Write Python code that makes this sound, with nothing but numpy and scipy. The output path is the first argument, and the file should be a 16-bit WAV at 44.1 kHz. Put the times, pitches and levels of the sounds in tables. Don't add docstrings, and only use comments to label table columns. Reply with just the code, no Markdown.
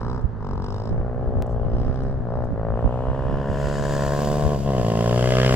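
import sys
import numpy as np
from scipy import signal
from scipy.fft import rfft, irfft, next_fast_len
from scipy.io import wavfile
from scipy.ndimage import uniform_filter1d, map_coordinates

SR = 44100
rng = np.random.default_rng(int(sys.argv[2]) if len(sys.argv) > 2 else 0)


def master_out(mix):
    frames = np.transpose(np.atleast_2d(mix))
    ceiling = np.clip(frames, -1, 1)
    pcm = np.round(ceiling * 32767).astype(np.int16)
    wavfile.write(sys.argv[1], SR, pcm)


N = 244755
T = np.arange(N) / SR

CLOSEST_M, CLOSEST_S, SPEED_M_S = 13.96, 5.553, 10.68
CROSS_S, CROSS_WIDTH_S, PORT_LAG_SAMPLES, TYRE_PAN_DB = 3.39, 1, 4.43, 1.5
ROLL_DB, TREBLE_LOSS_DB_PER_M = -36, 0.85
# middle and length in seconds, depth in dB before each band's weight.
THROTTLE_CUTS = [(0.305, 0.21, 15.5), (2.211, 0.11, 7.5), (2.509, 0.12, 7), (4.611, 0.091, 14.5)]
# time in seconds, level in dB before spreading loss and throttle cuts.
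BOOM_LEVELS = [(0, -16), (.7, -18.5), (1.3, -19), (2.0, -17.5), (2.4, -19), (2.85, -18.5), (3.3, -20.5),
               (3.8, -19.5), (4.3, -18.5), (4.9, -18.5), (5.5, -17.5)]
# time in seconds, then relative levels of bark, whine, crack and rasp in dB.
UPPER_LEVELS = [(.1, -21, -20.5, -27.5, -52), (.65, -22.5, -23.5, -35, -40), (1.1, -19, -32, -36.5, -53.5),
                (1.45, -18, -26, -52.5, -47.5), (1.9, -21, -31.5, -34, -41), (2.17, -23, -34.5, -37.5, -54),
                (2.37, -18, -25, -35.5, -58), (2.56, -19, -30.5, -36, -56), (2.72, -18, -26.5, -33, -54.5),
                (2.9, -18.5, -23.5, -40.5, -57), (3.2, -21, -23.5, -36, -47),
                (3.65, -19.5, -26, -29, -35.5), (4.1, -19, -22.5, -26.5, -51), (4.3, -18, -26.5, -32, -39),
                (4.9, -20, -28, -39.5, -32), (5.15, -20, -24.5, -48, -28.5),
                (5.3, -19.5, -29.5, -34, -24.5), (5.44, -19.5, -33, -28.5, -22),
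                (5.55, -20.5, -23, -28.5, -28.5)]
def motorcycle():
    metres = CLOSEST_M + SPEED_M_S * (CLOSEST_S - T)
    spread_db = 20 * np.log10(CLOSEST_M / metres)
    absorbed_db = TREBLE_LOSS_DB_PER_M * (metres - CLOSEST_M)
    bearing = np.tanh((T - CROSS_S) / CROSS_WIDTH_S)
    cut_db = sum(db * swell(middle, length) for middle, length, db in THROTTLE_CUTS)
    boom_db = curves(BOOM_LEVELS)[0] + spread_db - 0.27 * cut_db
    upper_db = np.array(curves(UPPER_LEVELS)) + spread_db
    bark_db = upper_db[0] - 0.74 * cut_db
    whine_db, crack_db, rasp_db = upper_db[1:] - 1.1 * cut_db
    clicks, age, strength = firings(engine_speed(), jitter_s=.000025, scatter_db=0.95)
    flow = strength * puff(age, rise_s=0.0012, decay_s=0.004)
    pipe = exhaust(clicks, flow, boom_db, bark_db, whine_db, crack_db)
    rasp = gas_rasp(clicks, strength * burst(age, peak_s=0.0027, width_s=0.0021), rasp_db)
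    hiss = tyres(flow, ROLL_DB + spread_db - absorbed_db, -TYRE_PAN_DB * bearing)
    spits = gas_spit(strength * burst(age, peak_s=0.0033, width_s=0.0031))
    left, right = pipe + rasp + spits + hiss
    lagged_left = map_coordinates(left, [np.arange(N) - PORT_LAG_SAMPLES * bearing],
                                  order=3, mode="nearest")
    echo = undb(-11.5) * forest((left + right) / 2, t60_s=1.0, build_s=0.035)
    return np.array([lagged_left, right]) + echo


# start and end in seconds, starting and target firing rates in Hz,
# initial climb and later sag in Hz per second.
THROTTLE_PULLS = [(0.033, 0.157, 58.45, 66, 51, 51.48), (0.546, 1.332, 44, 65.37, 40, 22.03),
                  (1.648, 2.135, 57.94, 69.11, 23.5, 63.33), (2.269, 2.455, 57.94, 61.15, 25.7, 93),
                  (2.672, 3.733, 55.43, 74.24, 23, 3.825), (4.11, 4.526, 70.8, 73.75, 14.74, 122),
                  (4.56, 4.682, 67.04, 70.5, 51.58, 77.68), (4.968, 5.55, 55.91, 64.98, 28.9, 63.0)]
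def engine_speed():
    hz = np.full(N, float(THROTTLE_PULLS[0][2]))
    next_hz = [pull[2] for pull in THROTTLE_PULLS[1:]] + [0]
    for (start, end, from_hz, goal_hz, climb, sag), rest_hz in zip(THROTTLE_PULLS, next_hz):
        span = goal_hz - from_hz
        pulled = from_hz + span * np.tanh(climb * (np.clip(T, start, end) - start) / span)
        sagging = np.maximum(pulled - sag * (T - end), rest_hz)
        hz = np.where(T < start, hz, np.where(T < end, pulled, sagging))
    return hz


TICK_S, SKIP_CYCLES = 1.4233, .41
WOBBLE_S = .00009
def firings(hz, jitter_s, scatter_db):
    cycles = np.cumsum(hz) / SR + .26 + SKIP_CYCLES * (T > TICK_S)
    number = np.arange(1, int(cycles[-1]) + 1)
    chance = rng.standard_normal((512, 2))[:len(number)]
    at = np.interp(number, cycles, T)
    at = at + jitter_s * chance[:, 0] + np.interp(at, T, WOBBLE_S * walk(rate=22))
    strength = undb(scatter_db * chance[:, 1])
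    taps = (at * SR).astype(int)[:, None] + np.arange(-7, 9)
    offset = taps - at[:, None] * SR
    impulses = strength[:, None] * np.sinc(offset) * np.sinc(offset / 8)
    clicks = np.zeros(N)
    np.add.at(clicks, np.clip(taps, 0, N - 1), impulses)
    latest = np.maximum(np.searchsorted(at, T) - 1, 0)
    return clicks, np.abs(T - at[latest]), strength[latest]


def puff(age, rise_s, decay_s):
    return unit((1 - np.exp(-age / rise_s)) * np.exp(-age / decay_s))


def burst(age, peak_s, width_s):
    return unit(np.exp(-((age - peak_s) / width_s) ** 2))


SWIRL_DB, JET_DB = -14.5, 1
def exhaust(clicks, flow, boom_db, bark_db, whine_db, crack_db):
    swirl = flow * rng.standard_normal(N)
    jet = unit(flow ** 2 * swirl)
    jet_treble = jet - below(jet, hz=1740, order=6)
    ring = pipe_resonance(unit(clicks) + undb(SWIRL_DB) * swirl + undb(JET_DB) * jet_treble)
    low, body, upper = below(ring, hz=318), below(ring, hz=830), below(ring, hz=1196)
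    boom = even(low) * undb(boom_db) * pan(db=1)
    bark = even(body - low) * undb(bark_db - 3) * pan(db=2)
    whine = even(upper - body) * undb(whine_db - 7) * pan(db=2)
    crack = even(ring - upper) * undb(crack_db - 5.5) * pan(db=4.5)
    return boom + bark + whine + crack


# frequency in Hz, relative gain in dB.
RING_SIDE = [(45, -21), (110, 2.5), (175, -9), (235, -5.5), (305, -23), (410, -7), (500, -12), (620, -21.5),
             (760, -17.5), (980, -10), (1100, -15), (1250, -12.5), (1400, -19.5), (1750, -29.5),
             (2150, -42.5), (4000, -64)]
RING_FAR = [(55, -12.5), (120, 1.5), (190, -14.5), (250, -4.5), (310, -24.5), (380, -1.5), (560, -2),
            (700, -5.5), (820, -10), (940, -27.5), (1030, -16.5), (1280, -19), (1750, -27), (2150, -39),
            (4000, -67)]
RING_TURN = [(55, -15), (118, 3), (172, -3), (200, -15), (240, -5.5), (310, -19.5), (400, -3.5), (550, 1.5),
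             (700, -4), (860, -11.5), (1020, -13.5), (1350, -19.5), (1750, -26.5), (2150, -40),
             (4000, -67.5)]
RING_FRONT = [(65, -7.5), (140, 2), (215, -5), (300, -10), (420, 4.5), (640, 6), (740, -6), (850, -13.5),
              (1000, -4.5), (1230, -19), (1430, -10.5), (1740, -11), (2000, -23), (2250, -39), (4000, -48)]
RING_NEAR = [(65, -4.5), (140, 5), (215, -1.5), (295, -9.5), (400, 5), (650, 7.5), (725, 4.5), (810, -12),
             (1060, -3), (1290, -29.5), (1420, -21.5), (1700, -22.5), (2200, -47), (4000, -64)]
RING_CLOSE = [(58, -12), (124, 1.5), (190, -8.5), (250, -11.5), (318, -21.5), (380, 0), (630, 2),
              (740, -15), (850, -30.5), (1080, -29), (1450, -31.5), (2000, -34), (2350, -35.5), (4000, -52)]
# round trip in seconds, then the shares (0-1) of bass and
REFLECTIONS = [(.0022, 0.55, 0.34), (0.001865, 0.22, .35), (0.001926, 0.27, .35), (.002, 0.88, 0.34),
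               (.0019, 0.91, 0.68), (0.00181, 0.86, 0.31)]
# time in seconds, number of the response heard.
ASPECTS = [(.72, 0), (1.05, 1), (2.1, 1), (2.3, 2), (2.9, 2), (3.6, 3), (3.95, 3), (4.25, 4), (4.7, 4),
           (5.2, 5)]
def pipe_resonance(drive):
    aspect, = curves(ASPECTS)
    ring = np.zeros(N)
    for k, response in enumerate([RING_SIDE, RING_FAR, RING_TURN, RING_FRONT, RING_NEAR, RING_CLOSE]):
        weight = np.maximum(1 - np.abs(aspect - k), 0)
        ring += weight * reflection(colour(drive, response), *REFLECTIONS[k])
    return ring


def reflection(x, trip_s, bass, treble, split_hz=1040):
    size = next_fast_len(N + 4096)
    bins = np.arange(size // 2 + 1) * SR / size
    delay = np.exp(-2j * np.pi * bins * trip_s)
    direct = np.clip(treble + (bass - treble) / (1 + (bins / split_hz) ** 6), 0, .99)
    return irfft(rfft(x, size) * (direct + delay) / (1 + direct * delay), size)[:N]


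# frequency in Hz, relative spectral density in dB.
RASP_SPECTRUM = [(700, -6.5), (1400, 1.5), (2000, -2.5), (2350, -14), (2820, 2), (3080, 1), (3350, -2.5),
                 (3900, -16.5), (5200, -7), (8000, -38), (15000, -40)]
def gas_rasp(clicks, rush, db, rise_s=0.0021, decay_s=0.0053, hiss_db=4.5):
    modes = (1 - np.exp(-T / rise_s)) * np.exp(-T / decay_s) * rng.standard_normal(N)
    ring = unit(colour(signal.fftconvolve(clicks, modes)[:N], RASP_SPECTRUM))
    hiss = unit(rush + 0.35) * noise_pair(RASP_SPECTRUM, likeness=0.64, grain_db=-1.5)
    return unit(ring + undb(hiss_db) * hiss) * undb(db - 6) * pan(db=0.6)


# frequency in Hz, relative spectral density in dB.
SPIT_SPECTRUM = [(1800, -16), (2900, -1), (3400, -3.5), (3950, 2), (4450, -7), (4850, 5.5), (5200, 8),
                 (5600, 1.5), (6000, -8), (6900, -12.5), (8200, -17.5), (9400, -32.5), (10800, -29),
                 (12500, -29.5), (16000, -28.5)]
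# middle and length in seconds, relative level in dB, left minus right in dB.
SPIT_SPELLS = [(0.086, 0.25, -56, 5.5), (0.51, 0.19, -58.5, 4), (0.751, 0.36, -53.5, 4.5),
               (1.917, 0.44, -61, 8), (2.403, 0.24, -69, 6)]
def gas_spit(rush):
    power = sum((undb(db) * swell(middle, length) * pan(pan_db)) ** 2
                for middle, length, db, pan_db in SPIT_SPELLS)
    noise = noise_pair(SPIT_SPECTRUM, likeness=0.73, grain_db=1.5)
    spits = np.sqrt(power) * unit(rush + 0.19) * noise * undb(2.2 * walk(rate=40))
    return np.array([below(port, hz=11800, order=10) for port in port_response(*spits)])


NEAR_FROM_S, NEAR_BY_S = 3.4, 3.8
# frequency in Hz, relative density in dB.
TYRE_FAR_SPECTRUM = [(1800, 1.5), (2900, 8), (3900, -8.5), (5200, -10), (6900, -12), (8200, -16.5),
                     (9400, -29), (12500, -29.5), (16000, -26.5)]
TYRE_NEAR_SPECTRUM = [(1500, -5), (3000, 1), (4100, -5), (4800, 2), (5400, -1), (6000, -4), (6800, -0.5),
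                      (7800, -3.5), (8800, -18.5), (10300, -19.5), (11600, -18.5), (13000, -16),
                      (16000, -19.5)]
# middle and length in seconds, relative level in dB, share of power
# that pulses with the firings (0-1), left minus right in dB.
TYRE_SLIPS = [(3.157, 0.86, -55, 0, 1.5), (3.754, 0.51, -47.5, 0.15, 1.5), (4.158, 0.82, -42.5, 0.36, 1)]
def tyres(flow, roll_db, roll_pan_db):
    def surge(pulsing):
        return np.sqrt(1 - pulsing + pulsing * flow ** 2)
    roll = undb(roll_db + np.array([roll_pan_db, -roll_pan_db]) / 2)
    power = (roll * surge(pulsing=0.24)) ** 2
    for middle, length, db, pulsing, pan_db in TYRE_SLIPS:
        power += (undb(db) * swell(middle, length) * surge(pulsing) * pan(pan_db)) ** 2
    near = np.clip((T - NEAR_FROM_S) / (NEAR_BY_S - NEAR_FROM_S), 0, 1)
    spray = np.sqrt(1 - near) * noise_pair(TYRE_FAR_SPECTRUM, likeness=0.69)
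    spray += np.sqrt(near) * noise_pair(TYRE_NEAR_SPECTRUM, likeness=0.69, grain_db=1.5)
    left, right = spray * np.sqrt(power) * undb(0.73 * walk(rate=16))
    return port_response(left, right)


# frequency in Hz, gain in dB.
LEFT_RESPONSE = [(300, -23), (4000, 1.5), (5500, -4.5), (7700, 3.5), (9100, 8), (10500, 10.5), (11900, 4.5),
                 (13200, 1.5), (15000, 4.5), (18000, 6.5)]
def port_response(left, right):
    return np.array([colour(left, LEFT_RESPONSE), right])


def forest(x, t60_s, build_s):
    tail = np.exp(-np.log(1000) * T / t60_s) * (1 - np.exp(-T / build_s))
    tail /= np.sqrt(np.sum(tail ** 2))
    echoes = [below(tail * rng.standard_normal(N), hz=2600, order=2) for _ in range(2)]
    return np.array([signal.fftconvolve(x, echo)[:N] for echo in echoes])


# frequency in Hz, relative spectral density in dB.
RUMBLE_SPECTRUM = [(15, 0), (28, -3.5), (55, 1), (90, -7), (160, -11), (280, -19.5), (500, -26.5),
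                   (1000, -41.5), (3000, -64)]
BUFFET_SPECTRUM = [(15, -11.5), (35, 5.5), (70, 2.5), (150, -4.5), (260, -15), (450, -28), (900, -42.5),
                   (2500, -69.5)]
# time in seconds, mean level in dB, left minus right in dB.
BREEZE_LEVELS = [(0, -33, -7), (.7, -30.5, -3), (1.0, -25.5, -0.5), (1.15, -27.5, -2), (1.38, -24.5, 4.5),
                 (1.6, -26.5, 3), (1.9, -29, -6.5), (2.1, -27.5, 3), (3.2, -30.5, -2), (3.6, -27, -7),
                 (4.15, -30.5, 3), (4.7, -27.5, 7), (5.0, -39, -3), (5.55, -33, -2)]
# time in seconds, peak in dB, half-width in seconds, left minus right in dB.
WIND_BUFFETS = [(0.25, -18, 0.013, -12.5), (0.926, -21.5, 0.03, -4), (0.977, -23, .012, -3),
                (1.003, -19, 0.0091, -9.5), (1.283, -21, 0.019, 6.5), (1.374, -21, 0.041, 1),
                (1.743, -16, 0.013, -2), (1.811, -26, .015, 8), (1.887, -22, 0.038, -8),
                (2.528, -21, 0.018, -11.5), (2.721, -24, 0.042, 3), (2.858, -14.5, 0.018, -12),
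                (3.099, -20.5, 0.024, -8), (3.331, -22, 0.02, -2), (3.507, -23.5, 0.017, -11),
                (4.461, -19, .022, 9)]
def wind():
    breeze_db, side_db = curves(BREEZE_LEVELS)
    eddies_db = 2.4 * walk(rate=15)
    sway_db = np.array([[1], [-1]]) * (side_db + 4 * walk(rate=9)) / 2
    rumble = even(noise_pair(RUMBLE_SPECTRUM, likeness=0.26)) * undb(breeze_db + eddies_db + sway_db)
    buffets = bumps(WIND_BUFFETS) * even(noise_pair(BUFFET_SPECTRUM, likeness=0.21), size=800)
    return rumble + buffets


# frequency in Hz, relative spectral density in dB.
SCRATCH_SPECTRUM = [(4000, -10), (5600, 0), (7800, -1), (9500, -9), (11500, -14), (15000, -32)]
# time in seconds, peak in dB, half-width in seconds, left minus right in dB.
ICE_SCRATCHES = [(0.216, -66, 0.0044, 5), (1.467, -60, 0.0037, 2), (1.515, -65, 0.022, 1),
                 (2.035, -63.5, .005, 4), (2.449, -67, .008, 2)]
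def scratches():
    return bumps(ICE_SCRATCHES) * noise_pair(SCRATCH_SPECTRUM, likeness=0.31, grain_db=5.5)


def tick(at_s, db, decay_s):
    return -undb(db) * (T >= at_s) * np.exp(-np.abs(T - at_s) / decay_s)


# frequency in Hz, relative spectral density in dB.
AIR_SPECTRUM = [(200, 6), (900, 5.5), (1700, -3), (2300, -22), (4500, -27.5), (8000, -39.5), (10000, -54.5),
                (16000, -52.5)]
def still_air():
    return undb(-46) * noise_pair(AIR_SPECTRUM, likeness=0.74)


def undb(db):
    return 10 ** (np.asarray(db) / 20)


def pan(db):
    return undb(np.array([[db], [-db]]) / 2)


def curves(table):
    s, *columns = np.transpose(table)
    return [np.interp(T, s, column) for column in columns]


def swell(middle_s, length_s):
    return np.exp(-(2 * (T - middle_s) / length_s) ** 4)


def bumps(events):
    return sum(undb(db) * np.exp(-((T - s) / width) ** 2) * pan(pan_db) for s, db, width, pan_db in events)


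def walk(rate):
    steps = rng.standard_normal(1024)
    return np.interp(T * rate, np.arange(len(steps)), steps)


def unit(x):
    return x / np.sqrt(np.mean(x ** 2))


def even(x, size=3000):
    return x / np.sqrt(uniform_filter1d(uniform_filter1d(x ** 2, size), size) + 1e-18)


def colour(x, points, size=8192):
    hz, db = np.transpose(points)
    bins = np.maximum(np.arange(size // 2 + 1) * SR / size, 1)
    skirts = np.minimum(bins / hz[0], 1) ** 2 * np.minimum(hz[-1] / bins, 1) ** 2
    gain = undb(np.interp(np.log(bins), np.log(hz), db)) * skirts
    cepstrum = irfft(np.log(gain))
    cepstrum[1:size // 2] *= 2
    cepstrum[size // 2 + 1:] = 0
    return signal.fftconvolve(x, irfft(np.exp(rfft(cepstrum))))[:N]


def below(x, hz, order=12):
    size = next_fast_len(N + 4096)
    bins = np.arange(size // 2 + 1) * SR / size
    return irfft(rfft(x, size) / (1 + (bins / hz) ** order), size)[:N]


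def noise_pair(points, likeness, grain_db=0):
    grains = undb(grain_db * np.repeat(rng.standard_normal(N // 32 + 1), 32)[:N])
    shared, left, right = (unit(colour(grains * rng.standard_normal(N), points)) for _ in range(3))
    return np.sqrt(likeness) * shared + np.sqrt(1 - likeness) * np.array([left, right])


def scene():
    air = still_air()
    return motorcycle() + wind() + scratches() + tick(at_s=TICK_S, db=-18.5, decay_s=0.0024) + air


def record(dry):
    return signal.sosfilt(signal.ellip(10, .1, 80, 15800, fs=SR, output="sos"), dry)


dry = scene()
out = record(dry)
master_out(out)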